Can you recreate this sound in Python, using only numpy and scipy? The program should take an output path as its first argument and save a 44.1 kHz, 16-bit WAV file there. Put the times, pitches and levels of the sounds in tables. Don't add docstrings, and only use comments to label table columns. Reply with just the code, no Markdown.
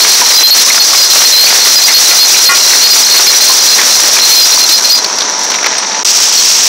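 import sys
import numpy as np
from scipy import signal
from scipy.fft import rfft, irfft, next_fast_len
from scipy.io import wavfile
from scipy.ndimage import uniform_filter1d, map_coordinates

SR = 44100
rng = np.random.default_rng(int(sys.argv[2]) if len(sys.argv) > 2 else 0)


def dump_mix(stems):
    frames = np.atleast_2d(stems).T
    limited = np.clip(frames, -1, 1)
    pcm = np.round(limited * 32767).astype(np.int16)
    wavfile.write(sys.argv[1], SR, pcm)


N = 294588

# t/s, level/dB
CUTTER_LOAD = [(0, 0), (2.35, 3), (2.52, -0.5), (3.0, 2.5), (4.12, -1), (4.42, 3.5), (4.55, -6),
               (4.66, -8.5), (4.7, -2), (4.785, -3), (4.805, -24), (4.905, -0.5), (5.02, -26.5),
               (5.33, -31), (5.5, -22), (5.72, -34), (6.02, -40)]
CUTTER_NOTES = [4210, 4930]
# t/s, level/dB, f/Hz
CARD_LANDINGS = [(.216, -5, 905), (.7, -5, 2070), (.93, -7, 1200), (1.468, -3.5, 2400), (1.547, -4, 2040),
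                 (1.881, 3, 1960), (2.102, -6, 2570), (2.343, -4, 2580), (2.732, -2.5, 1790),
                 (3.208, -11.5, 1210), (3.267, -5, 2210), (3.49, 0.5, 1000), (3.784, -2.5, 1870),
                 (4.069, -7, 534), (4.166, -12, 2440), (4.575, -12, 920)]


def amp(db):
    return 10 ** (np.asarray(db) / 20)


def unit(x):
    return x / np.sqrt(np.mean(x ** 2) + 1e-20)


def clock():
    return np.arange(N) / SR


def curve(rows, column=1):
    columns = np.transpose(rows)
    return np.interp(clock(), columns[0], columns[column])


def wobble(rate, size=N):
    knots = rng.standard_normal(int(size * rate / SR) + 4)
    return map_coordinates(knots, [np.arange(size) * rate / SR])


def add(track, s, sound):
    part = track[max(round(s * SR), 0):][:len(sound)]
    part += sound[:len(part)]


def coloured(x, spectrum):
    size = 4096
    hz, db = np.transpose(spectrum)
    log_hz = np.log(np.fft.rfftfreq(size, 1 / SR) + 1)
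    cepstrum = irfft(np.log(amp(np.interp(log_hz, np.log(hz), db))))
    cepstrum[1:size // 2] *= 2
    cepstrum[size // 2 + 1:] = 0
    response = irfft(np.exp(rfft(cepstrum)))[:size // 2]
    return np.apply_along_axis(signal.fftconvolve, -1, x, response)[..., :N]


def crackle(rate, spread_db, t60, bed):
    onsets = rng.random(N) < rate / SR
    sizes = amp(spread_db * np.clip(rng.standard_normal(N), -2, 2))
    power_decay = amp(-60 / (t60 * SR)) ** 2
    power = signal.lfilter([1], [1, -power_decay], (onsets * sizes) ** 2)
    envelope = np.sqrt(power / power.mean() + bed ** 2)
    return unit(envelope * rng.standard_normal(N))


def blows(rows, t60, q, crack_db, crack_t60):
    out, t = np.zeros(N), np.arange(SR // 4) / SR
    lowpass = signal.butter(2, 6000, fs=SR)
    for s, db, hz in rows:
        buzz, hiss = rng.standard_normal((2, len(t)))
        body = signal.iirpeak(hz, q, fs=SR)
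        band = signal.lfilter(*body, signal.lfilter(*body, buzz))
        ring = unit(band) * amp(-60 * t / t60)
        crack = signal.lfilter(*lowpass, hiss) * amp(crack_db - 60 * t / crack_t60)
        add(out, s, amp(db) * (ring + crack))
    return out


def machine():
    # t/s, rubbing level/dB, whine level/dB
    running_levels = [(0, -15.5, -15), (4.7, -15, -17), (5.05, -15, -19), (5.35, -17.5, -13),
                      (5.6, -16, -18), (6.02, -16.5, -12.5), (6.06, -16, -19), (6.68, -14.5, -16)]
    # f/Hz, level/dB
    rub_as_heard = [(30, -6), (90, -11), (130, -8.5), (210, 0.5), (330, -5), (600, -2), (900, -1),
                    (1500, -4), (2300, -6.5), (2900, -11.5), (4200, -3.5), (5100, -3.5), (5750, 9),
                    (6400, -1), (7700, -14), (11000, -31), (15500, -46)]
    # f/Hz, level/dB
    whine_tones = [(888, -17), (986, -16.5), (1295, -28.5), (4235, -40), (5780, -23)]
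    rattle = crackle(rate=320, spread_db=3, t60=0.014, bed=1.3)
    rub = unit(coloured(rattle, rub_as_heard)) * amp(0.67 * wobble(8.4))
    whine = np.zeros(N)
    for hz, db in whine_tones:
        speed, flutter_db = 1 + .008 * wobble(70), 2.5 * wobble(12)
        whine += amp(db + flutter_db) * np.sin(2 * np.pi * hz * np.cumsum(speed) / SR)
    return amp(curve(running_levels)) * rub + amp(curve(running_levels, column=2)) * whine


def discharge():
    # f/Hz, level/dB
    chips_as_heard = [(150, -28), (500, -26), (1500, -19.5), (3000, -12), (4300, -7.5), (5700, 1),
                      (6500, -4), (7200, -9), (7900, -10), (9000, -18.5), (15500, -33)]
    cracks = crackle(rate=400, spread_db=4, t60=.008, bed=.6)
    level_db = -3.5 + 2 * wobble(40)
    return amp(level_db) * unit(coloured(cracks, chips_as_heard))


def flurries():
    rise_s, t60, stir_db = .02, 0.35, -5.5
    power, t = np.zeros(N), np.arange(SR // 2) / SR
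    for s, db, _ in CARD_LANDINGS:
        envelope = np.minimum(t / rise_s, 1) * amp(db + stir_db - 60 * t / t60)
        add(power, s, envelope ** 2)
    return np.sqrt(power)


def tumbling():
    # t/s, level/dB
    patter_levels = [(0, -12.5), (1.4, -14.5), (2.4, -14.5), (3.9, -13.5), (4.5, -21), (4.72, -25),
                     (5.0, -31), (5.4, -32), (5.62, -23.5), (6.02, -23)]
    # f/Hz, level/dB
    chute_response = [(60, -35), (150, -15.5), (350, 0.5), (1000, 4), (2100, 7), (3000, 2.5), (6000, 3.5),
                      (15500, -61)]
    taps = crackle(rate=130, spread_db=6.5, t60=0.026, bed=0.49) * amp(4.9 * wobble(25.1))
    envelope = np.hypot(amp(curve(patter_levels)), flurries())
    return envelope * unit(coloured(taps, chute_response))


def slaps():
    return blows(CARD_LANDINGS, t60=0.089, q=4.4, crack_db=0, crack_t60=0.056)


def clangs():
    # t/s, level/dB
    strikes = [(2.105, -11.5), (2.491, -2.5), (2.522, -6)]
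    # f/Hz, level/dB, T60/s
    steel_modes = [(1112, -1, .36), (1410, -1, .22), (1879, -8, .2), (2019, -2, .2), (2440, -2.5, .18),
                   (2896, -10, .15)]
    out, t = np.zeros(N), np.arange(SR // 2) / SR
    for s, db in strikes:
        for hz, mode_db, t60 in steel_modes:
            envelope = amp(db + mode_db + rng.normal(0, 2.5) - 60 * t / t60)
            add(out, s, envelope * np.sin(2 * np.pi * hz * t))
    return out


def snaps():
    # t/s, level/dB, f/Hz
    fractures = [(4.6905, 13, 4760), (4.781, -8, 4400), (4.884, -7.5, 4300), (5.0447, -4.5, 4360),
                 (5.1853, -6, 5140), (5.207, -6.5, 4200), (5.2188, -7, 4050), (5.539, -12, 2300),
                 (5.586, -10.5, 2190), (5.627, -14, 1510), (5.6582, -16, 2320), (5.7822, -8, 4380)]
    return blows(fractures, t60=0.029, q=2.6, crack_db=-4, crack_t60=0.041)


def squeak(length, hz):
    wander_hz, jitter_hz, attack_s, release_t60 = 9.7, 45.3, .002, .07
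    t = np.arange(int(.14 * SR)) / SR
    pitch = hz + wander_hz * wobble(70, size=len(t)) + jitter_hz * wobble(900, size=len(t))
    grip = np.minimum(t / attack_s, 1) * amp(3.2 * wobble(300, size=len(t)))
    release = amp(-60 * np.maximum(t - .8 * length, 0) / release_t60)
    return grip * release * np.sin(2 * np.pi * (np.cumsum(pitch) / SR + rng.random()))


def chatter():
    count, longest_s, pitch_spread, above_load_db = 500, 0.012, 0.0595, -11.5
    out = np.zeros(N)
    for when, length, note, detune, size in rng.random((count, 5)):
        hz = CUTTER_NOTES[int(note > .7)] * (1 + pitch_spread * (detune - .5))
        add(out, when * N / SR, amp(10 * size) * squeak(longest_s * length, hz))
    return amp(curve(CUTTER_LOAD) + above_load_db) * unit(out)


def squeals():
    # t/s, duration/s, f/Hz, level/dB
    slips = [(.008, .031, 4325, 0.5), (0.079, 0.048, 4220, -4), (.353, 0.022, 4925, 1),
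             (.378, 0.028, 4055, 4), (.431, 0.047, 4140, 5.5), (0.506, 0.023, 4300, 16),
             (0.581, 0.024, 4200, 2), (.797, 0.024, 4305, 4), (0.972, 0.028, 4200, -5),
             (1.01, 0.021, 4880, 2), (1.101, 0.026, 4170, 2.5), (1.167, .028, 4285, -1),
             (1.252, 0.021, 4209, 3.5), (1.321, 0.1, 4095, 0.5), (1.381, .07, 4215, 3.5),
             (1.441, 0.032, 4470, 2), (1.756, 0.023, 4950, 6.5), (1.836, 0.025, 4870, 2),
             (1.942, 0.052, 4280, 6), (2.086, 0.04, 4246, -1), (2.194, 0.065, 4227, 5.5),
             (2.204, 0.033, 5040, 3.5), (2.454, 0.048, 4247, 0.5), (2.661, .033, 4190, -5),
             (2.822, 0.053, 4304, 3), (2.9, 0.04, 4870, 5), (2.903, 0.022, 4200, 5.5),
             (3.108, 0.024, 4310, 1.5), (3.166, 0.014, 4290, 5.5), (3.274, 0.034, 4270, 1.5),
             (3.408, 0.037, 4170, 1), (3.477, .029, 4150, 1), (3.715, 0.035, 4155, -1.5),
             (4.218, .061, 4220, -5), (4.29, 0.062, 4250, 1), (4.358, .07, 4170, 5),
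             (4.408, 0.051, 4880, 0), (4.515, 0.017, 4130, 0.5), (4.557, 0.011, 4520, -6),
             (4.585, 0.077, 4190, -7.5), (4.711, 0.038, 4220, 0), (4.736, 0.026, 4940, -4),
             (4.845, .016, 4190, -2), (4.898, 0.023, 4340, 2.5), (4.914, 0.06, 4890, -3.5),
             (4.973, 0.023, 4160, -12), (5.776, 0.015, 8500, -21), (6.372, 0.032, 4300, -5.5)]
    neighbour_db, mistuning, other_db = -13.5, 0.0393, -7
    out = np.zeros(N)
    for s, length, hz, db in slips:
        neighbour_hz = hz * (1 + mistuning * rng.uniform(-1.013, 1))
        farther_note = max(CUTTER_NOTES, key=lambda note: abs(note - hz))
        other_hz = farther_note * (1 + .015 * rng.standard_normal())
        neighbour = amp(neighbour_db) * squeak(length, neighbour_hz)
        other = amp(other_db) * squeak(length, other_hz)
        add(out, s, amp(db) * (squeak(length, hz) + neighbour + other))
    return out


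def cutting():
    # f/Hz, level/dB
    cracks_as_heard = [(150, -39), (400, -20), (1000, -17), (2000, -15), (3000, -16.5), (3700, -8),
                       (4200, -7.5), (4600, -6), (5200, -4), (5800, 2), (6500, -6.5), (8000, -13.5),
                       (11000, -18.5), (15500, -24)]
    cracks = crackle(rate=420, spread_db=5.0, t60=0.012, bed=0.55) * amp(3.0 * wobble(45))
    flurry = flurries()
    dip_db = 5 * flurry / flurry.max()
    bite_db = 0.81 * wobble(12)
    return amp(curve(CUTTER_LOAD) + bite_db - dip_db) * unit(coloured(cracks, cracks_as_heard))


def scene():
    # start t/s, end t/s
    scene_change = (6.033, 6.048)
    feed_side, discharge_side = clock() < scene_change[0], clock() > scene_change[1]
    feed = slaps() + snaps() + cutting() + tumbling() + chatter() + clangs()
    mono = feed * feed_side + discharge() * discharge_side
    mono += (machine() + squeals()) * (feed_side | discharge_side)
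    return np.array([mono, mono])


def record(dry):
    ceiling, hardness, window_s, top_hz = .66, 12, .06, 15750
    # f/Hz, level/dB
    response = [(30, -39), (90, -21), (140, -12), (220, -6), (400, 0),
                (3000, 0.5), (5800, 0), (9000, -1), (15500, -0.5)]
    clipped = dry / (1 + np.abs(dry / ceiling) ** hardness) ** (1 / hardness)
    rms = np.sqrt(np.abs(uniform_filter1d(clipped ** 2, int(window_s * SR))))
    gain = (np.maximum(rms, .15) / .52) ** -.35
    thin = coloured(clipped * gain, response)
    size = next_fast_len(N + SR // 4)
    passband = np.fft.rfftfreq(size, 1 / SR) < top_hz
    return irfft(rfft(thin, size) * passband, size)[:, :N]


dry = scene()
out = record(dry)
dump_mix(out)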